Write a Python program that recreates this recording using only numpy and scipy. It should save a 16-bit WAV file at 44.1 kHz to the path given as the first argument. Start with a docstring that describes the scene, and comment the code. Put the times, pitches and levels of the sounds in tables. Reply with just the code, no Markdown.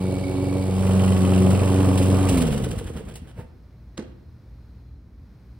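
"""Beside a pickup in the open air: a four-stroke petrol push mower is wheeled out from behind it.
The blade hums in harmonics of the shaft speed, exhaust pulses ring the silencer, noise makes the churned
air, and ticks and chattering guards make the rattle. Then the ignition is cut: thuds, gasps and hollow
pops slow to a stop. The truck's door latch clicks and its panel rings. Under it all lie street noise, the
wavering low drone of a distant engine and a faint trill. A phone's two microphones pick it up."""
import sys
import numpy as np
from scipy import signal
from scipy.fft import rfft, irfft
from scipy.io import wavfile

SR = 44100
rng = np.random.default_rng(int(sys.argv[2]) if len(sys.argv) > 2 else 0)


def store_pcm(level_fs):
    """Save levels as 16-bit WAV."""
    pcm = np.round(np.clip(level_fs, -1, 1) * 32767).astype(np.int16)
    wavfile.write(sys.argv[1], SR, np.atleast_2d(pcm).T)


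N = 246513
SIZE = 2 ** 18  # transform length, a power of two that holds the whole scene
T = np.arange(N) / SR
HZ = np.fft.rfftfreq(SIZE, 1 / SR)


def amp(db):
    """Decibels to gain."""
    return np.exp(np.asarray(db) * np.log(10) / 20)


def unit(x):
    """Scales to rms 1."""
    return x / np.sqrt(np.mean(x ** 2) + 1e-20)


def curves(rows):
    """Each column of a time table, at every sample."""
    s, *columns = np.transpose(rows)
    return [np.interp(T, s, c) for c in columns]


def read(points):
    """A frequency table on a log axis, at every bin."""
    f, value = np.transpose(points)
    return np.interp(np.log(HZ + 1), np.log(f + 1), value)


def wander(rate):
    """Random drift of rms 1 that heads for a new value this many times a second."""
    knots = rng.standard_normal(4096)
    return unit(np.interp(T * rate, np.arange(len(knots)), knots))


# how alike noise is at the two microphone ports [pitch_hz, likeness 0-1]
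LIKENESS = [(30, .96), (100, .99), (350, .96), (1000, .9), (1700, .76), (2800, .85), (4300, .45),
            (6400, .88), (9000, .95), (15000, .9)]


def noise(spectrum):
    """Coloured noise of rms 1, partly alike at the two ports."""
    a, b = rfft(rng.standard_normal((2, SIZE)))
    same = np.clip(read(LIKENESS), 0, 1)
    pair = np.array([a, same * a + np.sqrt(1 - same ** 2) * b])
    return unit(irfft(pair * amp(read(spectrum)))[:, :N])


def bursts(times, levels_db, rise, fall):
    """Envelope of blows that swell and die away; their powers add."""
    age = np.arange(SR // 2) / SR
    shape = (1 - np.exp(-age / rise)) * np.exp(-age / fall)
    power = np.zeros(N + len(age))
    for s, db in zip(times, levels_db):
        power[round(s * SR):][:len(age)] += (amp(db) * shape / shape.max()) ** 2
    return np.sqrt(power[:N])


def impulses(times, levels_db):
    """One-sample blows at the given times."""
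    blows = np.zeros(N)
    blows[np.round(times * SR).astype(int)] = amp(levels_db)
    return blows


def ring(blows, modes, rise):
    """Blows set the modes of a body ringing: decaying sines with a softened onset."""
    age = np.arange(SR // 2) / SR
    body = sum(amp(db - 60 * age / t60) * np.sin(2 * np.pi * (hz * age + rng.random()))
               for hz, db, t60 in modes)
    return signal.oaconvolve(np.atleast_2d(blows), [body * (1 - np.exp(-age / rise))], axes=1)[:, :N]


# tones of the distant engine [pitch_hz, level_db]
DRONE = [(57.5, -50.5), (76, -53.5), (118.4, -55.5), (150.7, -67.5), (188.4, -68.5)]
# colour of the outdoor background [pitch_hz, relative_db per Hz]
STREET = [(15, -43), (38, -5.5), (78, -1.5), (110, -5.5), (250, -13.5), (400, -22.5), (700, -31.5),
          (1500, -36.5), (2300, -40.5), (2900, -47), (4200, -44.5), (5300, -45.5), (7500, -57.5),
          (16000, -56)]
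# swell and ebb of the background hiss [time_s, gain_db]
HISS = [(3.5, 1.5), (4.3, 1), (4.5, 2), (4.8, 1.5), (4.97, -2), (5.13, -1.5), (5.25, 1), (5.45, 2),
        (5.58, 2)]


def street(level_db=-49, waver=0.68):
    """Low outdoor rumble, a hiss that swells and ebbs, and a wavering engine far away."""
    drone = 0
    for hz, db in DRONE:
        strength = np.sqrt(2) * (1 + waver * wander(14))
        drone = drone + amp(db) * strength * np.sin(2 * np.pi * hz * T + 0.87 * wander(6.1))
    air = amp(level_db) * noise(STREET)
    rumble = signal.sosfiltfilt(signal.butter(2, 450, fs=SR, output="sos"), air)
    hiss = air - rumble
    return drone + rumble + amp(curves(HISS)[0]) * hiss


# the thin trill [time_s, level_db]
TRILL = [(3.8, -85), (4.28, -82), (4.42, -89), (4.7, -79), (4.95, -80), (5.08, -94), (5.25, -86),
         (5.58, -85)]


def insects():
    """A faint thin trill from the trees: a narrow band of noise."""
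    trill_band = [(3500, -50), (4050, -14), (4140, 0), (4250, -14), (4800, -50)]  # pitch_hz, relative_db
    return amp(curves(TRILL)[0]) * noise(trill_band)


# door latch: the catch slips, the door springs free, the handle knocks back [start_s, snap_db, panel_db]
LATCH = [(3.9732, -45, -58.5), (3.9771, -30.5, -33), (3.983, -48, -29), (3.995, -45, -50),
         (4.006, -53, -42), (4.079, -63, -55)]
# colour of the latch's snap [pitch_hz, relative_db per Hz]
SNAP = [(200, -1), (800, 2), (1500, 2), (3000, -4.5), (5000, -2.5), (8000, -10), (11000, -17), (16000, -27)]
# rods inside the door [pitch_hz, relative_db per Hz]
LINKAGE = [(100, -18), (250, 13.5), (550, 0.5), (800, -7), (1200, -13), (1600, -10), (2200, -17),
           (3000, -25), (4500, -27), (6500, -23), (16000, -45)]
# modes of the door panel [pitch_hz, relative_db, t60_s]
DOOR = [(168, -3, 0.1), (203, -2.5, 0.13), (252, 1.5, 0.1), (292, -1, 0.08), (360, -5, 0.06),
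        (456, -4, 0.12), (520, -7, 0.08), (620, -9, .06), (770, -11, .06), (890, -18, 0.05),
        (1184, -24, .06), (1400, -17, .06), (1520, -17, 0.05), (1860, -21, .05)]


def door(shudder_db=-8, rattle_db=3.0):
    """The latch snaps, the linkage rattles unevenly and the door panel rings."""
    s, snap_db, panel_db = np.transpose(LATCH)
    snap = bursts(s, snap_db, rise=0.00037, fall=0.0032) * noise(SNAP)
    rattle = unit(amp(rattle_db * wander(220)))
    shudder = bursts(s, panel_db + shudder_db, rise=0.0021, fall=0.04) * rattle * noise(LINKAGE)
    return ring(impulses(s, panel_db), DOOR, rise=0.0043) + snap + shudder


# crankshaft speed as the governor holds it; the blade shares the shaft [time_s, speed in turns a second]
CRANK = [(0.0, 47.0), (0.09, 46.6), (0.35, 46.6), (0.8, 47.2), (1.03, 47.3), (1.19, 46.6), (1.54, 46.8),
         (1.62, 47.4), (1.93, 46.9), (2.29, 47.1)]
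# after the ignition cut, drag in step with the speed and a steady friction brake the shaft
CUT_S, FULL_TURNS_PER_S, DRAG_S, FRICTION_TURNS_PER_S2 = 2.29, 47, 2.78, 31


def crank():
    """Shaft speed and turns counted from the cut: governed at first, then coasting to rest."""
    friction = FRICTION_TURNS_PER_S2 * DRAG_S
    coasting = (FULL_TURNS_PER_S + friction) * np.exp(-(T - CUT_S) / DRAG_S) - friction
    speed = np.where(T < CUT_S, curves(CRANK)[0], coasting)
    speed = np.maximum(speed, 0) * (1 + .002 * wander(30))
    turns = np.cumsum(speed) / SR
    return speed, turns - np.interp(CUT_S, T, turns)


def halvings(speed):
    """How many times the shaft's speed has halved from full."""
    return np.log2(FULL_TURNS_PER_S / np.clip(speed, .5, FULL_TURNS_PER_S))


# the mower clears the truck's nose, then keeps coming closer until the cut
EMERGE_S, APPROACH_DB_PER_S = 0.76, 0.95


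def hidden(emerge_s):
    """Near 1 while the truck screens the mower, near 0 once it is in the open."""
    return .5 - .5 * np.tanh((T - EMERGE_S) / emerge_s)


def reach(speed, open_db, hidden_db, halving_db, emerge_s):
    """Level of one part: altered behind the truck, louder as it nears, weaker with each halving of speed."""
    nearing_db = APPROACH_DB_PER_S * np.minimum(T - CUT_S, 0)
    return open_db + hidden_db * hidden(emerge_s) + nearing_db + halving_db * halvings(speed)


def each_cycle(turns, place, uneven_db):
    """One impulse every second turn, at a set place in the cycle, of random strength."""
    due = np.diff(np.floor(turns / 2 - place), prepend=-1) > 0
    return due * amp(uneven_db * (2 * rng.random(N) - 4.5))


def strokes(turns, speed, place, level_db, halving_db, uneven_db=3):
    """Times and levels of a sound once a cycle after the cut, uneven and weaker as the shaft slows."""
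    due = (np.diff(np.floor(turns / 2 - place), prepend=0) > 0) & (T > CUT_S)
    levels_db = level_db + halving_db * halvings(speed) + uneven_db * (2 * rng.random(N) - 1)
    return T[due], levels_db[due]


# air churned under the deck [pitch_hz, relative_db per Hz]
AIR = [(22, -32), (45, -14), (80, -8), (170, -7), (300, -3), (480, -2), (600, -2.5), (760, -5.5),
       (960, -9.5), (1130, -6), (1300, -14), (1500, -16.5), (3000, -33), (8000, -60)]
PUFF_DEPTH, RASP_DB = .38, 2.6  # depth of the blade's puffs (0-1), grain of the churned air (dB)


def deck_air(turns, level_db, gust_db=0.4):
    """A puff of turbulence follows each blade tip."""
    puffs = unit(1 + PUFF_DEPTH * np.cos(2 * np.pi * 2 * turns))
    rasp = unit(amp(RASP_DB * wander(420)))
    return amp(level_db + gust_db * wander(29.86)) * puffs * rasp * noise(AIR)


# short squeaks of the thin guard [start_s, level_db]
SQUEAKS = [(0.236, -36.5), (0.279, -41), (0.322, -47), (0.492, -47), (0.578, -46)]
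SQUEAK_HZ, SQUEAK_SAG_HZ, SQUEAK_S = 2265, 59.5, 0.0054  # pitch, its fall as the squeak dies, time to peak


def squeaks():
    """Now and then the thin guard slips on its bolt with a short, falling chirp."""
    out = np.zeros(N)
    for s, db in SQUEAKS:
        age = np.maximum(T - s, 0) / SQUEAK_S
        hz = SQUEAK_HZ - SQUEAK_SAG_HZ * (1 - np.exp(-age / 2))
        swell = (age * np.exp(1 - age)) ** 2
        out += amp(db) * swell * np.sqrt(2) * np.sin(2 * np.pi * np.cumsum(hz) / SR)
    return out


# valve gear and loose metal [pitch_hz, relative_db per Hz]
METAL = [(200, -1.5), (700, -0.5), (1500, -5), (2100, -2), (3000, 1.5), (3600, -1.5), (4150, -4.5),
         (4600, -5), (5400, -5), (6500, -4), (9300, -1.5), (11500, -4.5), (12600, -12), (15800, -9.5)]
# ticks within one four-stroke cycle [place 0-1, relative_db]
VALVES = [(.14, -1), (.55, 0), (.83, -1.5)]
# jolts of the deck and handle [start_s, level_db]
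RATTLES = [(1.503, -39.5), (1.975, -33.5), (2.023, -38), (2.287, -30), (2.372, -33.5), (2.407, -38),
           (3.137, -54), (3.154, -41), (3.165, -69)]
# fading time of a tick in cycles, steady hiss beside the ticks, their spread (dB)
TICK_CYCLES, TICK_WASH, TICK_UNEVEN_DB = .065, .62, 2


def clatter(turns, level_db, uneven_db=0.27):
    """Valve gear ticks three times a cycle; jolts shake the loose metal harder."""
    ticks = 0
    for place, db in VALVES:
        since_tick = (turns / 2 - place) % 1
        ticks = ticks + amp(db + TICK_UNEVEN_DB * wander(24)) * np.exp(-since_tick / TICK_CYCLES)
    running = amp(level_db) * unit(TICK_WASH + ticks)
    jolts = bursts(*np.transpose(RATTLES), rise=.002, fall=.015)
    return (running + jolts) * unit(amp(uneven_db * wander(350))) * noise(METAL)


# modes of the thin guard [pitch_hz, relative_db, t60_s]
GUARD = [(2280, -4, .032), (3620, -11.5, .022), (3900, -10, .02), (4210, -7, .026), (4490, -6, .022),
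         (4830, -5.5, .022)]
# modes of the heat shield [pitch_hz, relative_db, t60_s]
SHIELD = [(1730, -10, 0.045), (2000, -3.5, 0.021), (2444, 4.5, 0.014), (2750, 6.5, 0.01),
          (3060, 1.5, 0.014), (4167, -8, 0.025), (4350, -4, 0.012), (4580, -5, .012), (4820, -9, 0.02),
          (4970, -12, .025), (7900, -6, 0.022)]
# moments when the heat shield buzzes harder [centre_s, half_length_s, level_db]
FLARES = [(1.02, 0.056, -48.5), (1.364, 0.075, -53.5), (1.636, 0.081, -54)]
CHATTER_S, GUARD_RUB = .009, .15  # fading time of each chatter, the thin guard's steady contact beside it
GUARD_PLACE, SHIELD_PLACE = .78, .53  # where each chatters within the cycle (0-1)


def tin_buzz(turns, speed, uneven_db=4.5):
    """The loose guards chatter on their bolts, each at its own point of the cycle, now and then harder."""
    def contact(place):
        fade = np.exp(-1 / (CHATTER_S * SR))
        return signal.lfilter([1], [1, -fade], each_cycle(turns, place, uneven_db))
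    guard = amp(reach(speed, open_db=-57.5, hidden_db=9, halving_db=-43.5, emerge_s=0.23))
    shield = amp(reach(speed, open_db=-49.0, hidden_db=-8.5, halving_db=-32, emerge_s=0.1))
    shield = shield + sum(amp(db) * np.exp(-((T - s) / flare_s) ** 2) for s, flare_s, db in FLARES)
    guard_ring = ring((contact(GUARD_PLACE) + GUARD_RUB) * noise(METAL), GUARD, rise=0.0016)
    shield_ring = ring(contact(SHIELD_PLACE) * noise(METAL), SHIELD, rise=0.0013)
    return guard * unit(guard_ring) + shield * unit(shield_ring)


# silencer response [pitch_hz, open_relative_db, behind_truck_relative_db]
MUFFLER = [(23, -30, -30), (47, -15, -12), (70, -14, -18), (117, 0, 0), (141, -4.5, -3), (165, -19, -23),
           (211, -7, -20), (235, -13, -21), (258, -7.5, -20), (305, -16, -25), (330, -17, -14),
           (430, -12, -14), (500, -15, -15), (600, -18, -18), (700, -24, -25), (880, -28, -27),
           (1100, -33, -37), (2500, -60, -60)]
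# level of the exhaust before it weakens with speed [time_s, level_db]
EXHAUST = [(0.05, -31.5), (0.5, -32), (0.72, -33), (1.0, -29), (1.55, -27.5), (2.0, -28), (2.31, -29),
           (2.4, -31)]
EXHAUST_HALVING_DB = -17  # change with each halving of speed
FIRING_JITTER_TURNS, FIRING_UNEVEN_DB = .012, 3.2  # how far each pulse strays, spread of their strengths


def exhaust(turns, speed, level_db=0.0, place=.14):
    """A pulse each cycle rings the silencer, whose chambers hold back the higher pitches by differing times."""
    held_back_s = .011 * (1 - np.cos(2 * np.pi * HZ / 310)) * np.clip(HZ / 250 - 1, 0, 1)
    pulses = each_cycle(turns + FIRING_JITTER_TURNS * wander(24), place, FIRING_UNEVEN_DB)
    # summing the delay over frequency gives the phase
    pulses = rfft(pulses, SIZE) * np.exp(-2j * np.pi * np.cumsum(held_back_s) * SR / SIZE)

    def heard(column):
        # folding the cepstrum puts the silencer's response after each pulse, never before it
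        cepstrum = irfft(np.log(amp(read(np.array(MUFFLER)[:, [0, column]]))))
        return unit(irfft(pulses * np.exp(rfft(2 * cepstrum[:SIZE // 2], SIZE)))[:N])
    behind = hidden(emerge_s=0.17)
    level = amp(level_db + curves(EXHAUST)[0] + EXHAUST_HALVING_DB * halvings(speed))
    return level * ((1 - behind) * heard(1) + behind * heard(2))


# gasps of the coasting engine [start_s, length_s, hiss_db, rush_db]
CHUFFS = [(2.327, 0.031, -34, -42), (2.415, .016, -31, -33), (2.465, 0.021, -37.5, -36.5),
          (2.51, 0.042, -37, -38), (2.574, 0.017, -36.5, -41), (2.635, 0.024, -37.5, -37.5),
          (2.706, .023, -38.5, -40.5), (2.777, 0.025, -39.5, -41), (2.863, 0.031, -45, -42.5),
          (2.96, 0.04, -48.5, -46), (3.08, 0.048, -52.5, -51), (3.269, .055, -58.5, -55)]
# air forced through the carburettor [pitch_hz, relative_db per Hz]
RUSH = [(150, -6), (400, 2), (750, 0.5), (1100, -9), (1500, 1.5), (2200, -8), (3200, -2), (4500, -18.5),
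        (6000, -27), (12000, -44)]


def chuffs(rise=0.005, grain_db=3.0):
    """Each gasp opens quickly, holds while the valve is open and shuts off: gritty hiss over a rush of air."""
    hiss, rush = np.zeros((2, N))
    for s, length, hiss_db, rush_db in CHUFFS:
        age = np.maximum(T - s, 0)
        gasp = (1 - np.exp(-age / rise)) * np.exp(-(age / length) ** 4)
        hiss = hiss + amp(hiss_db) * gasp
        rush = rush + amp(rush_db) * gasp
    return unit(amp(grain_db * wander(550))) * (hiss * noise(METAL) + rush * noise(RUSH))


# air pumped by the piston [pitch_hz, relative_db per Hz]
PUMP = [(22, -34), (45, -45), (80, -3), (160, -3.5), (240, -10.5), (340, -14.5), (460, -12), (650, -21),
        (1200, -29), (2000, -31), (5000, -47)]
# air box and cylinder, struck by each compression [pitch_hz, relative_db, t60_s]
AIRBOX = [(58, 11, 0.078), (83.5, 11, 0.056), (120, 2, 0.039), (222, 8, 0.064), (393, -9, 0.048),
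          (526, -14, 0.096)]
# hollow pops as the exhaust valve opens on an unfired charge [start_s, level_db]
POPS = [(2.432, -25.5), (2.483, -25.5), (2.541, -28), (2.597, -27.5), (2.664, -28.5), (2.732, -32),
        (2.808, -31.5), (2.898, -32.5), (3.005, -35.5)]
# modes of the exhaust pipe that the pops excite [pitch_hz, relative_db, t60_s]
PIPE = [(458, 9.5, 0.055), (525, 0, 0.036), (600, -4, .03)]
# the gas that escapes with each pop [pitch_hz, relative_db per Hz]
GUST = [(120, -14), (300, -4), (480, 3), (620, -9.5), (850, -10.5), (1500, -19), (4000, -33), (10000, -60)]
INTAKE_PLACE = .6  # where the coasting engine draws air within one cycle (0-1)


def run_down(turns, speed, gust_db=-10):
    """Without a spark each cycle gives a thud and a puff of air, joined by timed gasps and hollow pipe pops."""
    puff = bursts(*strokes(turns, speed, INTAKE_PLACE, level_db=-31, halving_db=-5), rise=0.017, fall=0.052)
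    thud = impulses(*strokes(turns, speed, INTAKE_PLACE, level_db=-25.5, halving_db=-7))
    s, pop_db = np.transpose(POPS)
    gust = bursts(s, pop_db + gust_db, rise=0.005, fall=0.0081) * noise(GUST)
    pops = ring(impulses(s, pop_db), PIPE, rise=0.0032) + gust
    return chuffs() + puff * noise(PUMP) + ring(thud, AIRBOX, rise=0.0038) + pops


# the last slow compressions [start_s, level_db]
THUMPS = [(3.039, -34), (3.218, -27), (3.394, -34), (3.44, -38)]
# the hollow body that they strike [pitch_hz, relative_db, t60_s]
CYLINDER = [(66, 1.5, 0.074), (107, 0, 0.038), (150, -7, 0.057), (234, -4, 0.075)]
# the jerk that sets the blade ringing as the shaft comes to rest [start_s, level_db]
LAST_JERK = [(3.386, -46.5)]
# faint ring of the blade [pitch_hz, relative_db, t60_s]
BLADE_RING = [(900, 0, 0.26)]


def last_rebound(s=3.398, swell_s=0.028, leak_s=0.055, hiss_db=-66.0, puff_db=-35.0):
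    """The piston labours over its last compressions, then bounces back with a soft puff; the blade rings."""
    leak = np.exp(-abs(T - s) / leak_s) * (T < s + leak_s + leak_s)
    puff = 1 / np.cosh(np.clip((T - s) / swell_s, -20, 20)) ** 2
    air = amp(hiss_db) * leak * noise(METAL) + amp(puff_db) * puff * noise(PUMP)
    thumps = ring(impulses(*np.transpose(THUMPS)), CYLINDER, rise=0.0036)
    return air + thumps + ring(impulses(*np.transpose(LAST_JERK)), BLADE_RING, rise=0.0022)


# the blade's fundamental, before trim and slowing [time_s, relative_db]
FIRST = [(0.05, -31), (0.3, -33.5), (0.72, -26), (0.97, -20.5), (1.65, -21), (2.15, -20.5), (2.35, -21)]
# its second harmonic, which swells and fades as the mower moves [time_s, relative_db]
SECOND = [(0.06, -25), (0.33, -35), (0.97, -17), (1.21, -20), (1.47, -14.5), (1.61, -24.5), (2.15, -19),
          (2.22, -27), (2.45, -22.5), (2.8, -24.5)]
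# its third harmonic [time_s, relative_db]
THIRD = [(0.06, -34), (0.55, -32.5), (0.69, -43), (1.39, -30.5), (1.57, -39.5), (1.66, -27.5), (2.24, -28),
         (2.35, -26.5), (2.5, -29)]
# its fourth harmonic [time_s, relative_db]
FOURTH = [(0.1, -38), (0.7, -38), (1.1, -36.5), (1.45, -28), (1.58, -44), (1.75, -28), (1.9, -45),
          (2.1, -32.5), (2.38, -43.5)]
# unsteadiness of these four in the churned air [flutter 0-1, one entry a harmonic]
FLUTTER = [.07, .15, .3, .36]
# shaft imbalance and weaker overtones [multiple of crank speed, open_relative_db, behind_truck_relative_db]
OVERTONES = [(1, -42, -46), (10, -41, -43), (12, -42.3, -41), (14, -46.5, -51), (16, -47, -48),
             (18, -55, -50), (20, -58, -56), (24, -57, -66)]
# change at one halving of speed, and level of the weaker overtones together
FIRST_HALVING_DB, SECOND_HALVING_DB, THIRD_HALVING_DB, FOURTH_HALVING_DB = -25, -14, -17, -12
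BUZZ_DB = 0.5


def blade(turns, speed, first_db=0.5, second_db=-1.0, third_db=3.0, fourth_db=0.0):
    """Two blade tips pass the chute each turn; the harmonics swell and fade as it moves, and die as it slows."""
    def tone(order, drift=0):
        return np.sqrt(2) * np.cos(2 * np.pi * order * turns + drift)
    slowed = halvings(speed)
    steeper = slowed * np.sqrt(slowed)
    levels_db = [curves(FIRST)[0] + first_db + FIRST_HALVING_DB * slowed,
                 curves(SECOND)[0] + second_db + SECOND_HALVING_DB * steeper,
                 curves(THIRD)[0] + third_db + THIRD_HALVING_DB * steeper,
                 curves(FOURTH)[0] + fourth_db + FOURTH_HALVING_DB * slowed]
    hum = 0
    for k, db in enumerate(levels_db):
        harmonic = tone(2 * (k + 1), FLUTTER[k] * wander(20))
        hum = hum + amp(db) * harmonic * (1 + FLUTTER[k] * wander(35.92))
    buzz = 0
    for order, open_db, behind_db in OVERTONES:
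        level = amp(reach(speed, open_db, behind_db - open_db, halving_db=-7, emerge_s=.1))
        buzz = buzz + level * tone(order, .55 * wander(22)) * (1 + .4 * wander(18))
    return -hum - amp(BUZZ_DB) * buzz


# echo decay off house fronts and trees [pitch_hz, t60_s]
ECHO = [(150, 0.94), (400, 0.65), (1040, 0.56), (2760, 0.53), (7280, 0.096)]


def yard(x, wet_db=-15, delay=.018):
    """Scattered echoes from houses and trees; the bass comes back weakly."""
    taps = rng.standard_normal((2, SR // 2)) * (rng.random((2, SR // 2)) < .05)
    hz, t, z = signal.stft(taps, SR, nperseg=256)
    t60 = np.interp(hz, *np.transpose(ECHO))
    tail = signal.istft(z * amp(-60 * t / t60[:, None]) * (t > delay), SR, nperseg=256)[1]
    tail = signal.sosfilt(signal.butter(2, 260, "high", fs=SR, output="sos"), tail)
    return x + amp(wet_db) * signal.fftconvolve(x, tail / np.linalg.norm(tail[0]), axes=1)[:, :N]


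# level difference of the two microphone ports [pitch_hz, left_minus_right_db]
BALANCE_DB = [(110, .8), (350, -2.2), (800, -3.4), (1700, -1.5), (2200, -4), (3000, -2.8), (4300, -6.3),
              (5700, -.5), (8000, 0)]
# phase difference of the two ports [pitch_hz, left_lead in radians]
LEAD = [(0, 0), (650, -.6), (1500, -.45), (3500, -1.5), (5000, .5), (5700, 2.6), (7100, 3.6), (7800, 5.9),
        (10000, 6.7), (11700, 9), (13700, 9.7), (14700, 11.8), (15800, 12.5)]


def ports(x):
    """Level and phase differences between the phone's two microphones, half given to each side."""
    half = amp(read(BALANCE_DB) / 2) * np.exp(.5j * np.interp(HZ, *np.transpose(LEAD)))
    taps = np.roll(irfft(np.array([half, 1 / half])), 256, axis=1)[:, :513] * np.hanning(513)
    return signal.oaconvolve(x, taps, "same", axes=1)


def scene():
    """The crank drives the running mower; its run-down, the door, the street and the trill join it."""
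    speed, turns = crank()
    air_db = reach(speed, open_db=-31.5, hidden_db=-9.0, halving_db=-24, emerge_s=0.065)
    metal_db = reach(speed, open_db=-37.5, hidden_db=-6.5, halving_db=-13.5, emerge_s=0.11)
    mower = blade(turns, speed) + exhaust(turns, speed) + deck_air(turns, air_db)
    mower = mower + clatter(turns, metal_db) + tin_buzz(turns, speed) + squeaks()
    # a 4 ms fade-in, and silence once the shaft stands still
    turning = np.minimum(speed / 2, np.minimum(T / .004, 1))
    near = turning * mower + run_down(turns, speed) + last_rebound() + door()
    return ports(yard(near)) + street() + insects()


LOW_CUT_HZ, EDGE_HZ = 36, 15850


def record(dry):
    """The phone's rumble filter and band limit."""
    dry = signal.sosfilt(signal.butter(4, LOW_CUT_HZ, "high", fs=SR, output="sos"), dry)
    return signal.oaconvolve(dry, signal.firwin(511, EDGE_HZ, window=("kaiser", 9), fs=SR)[None], "same")


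dry = scene()
out = record(dry)
store_pcm(out)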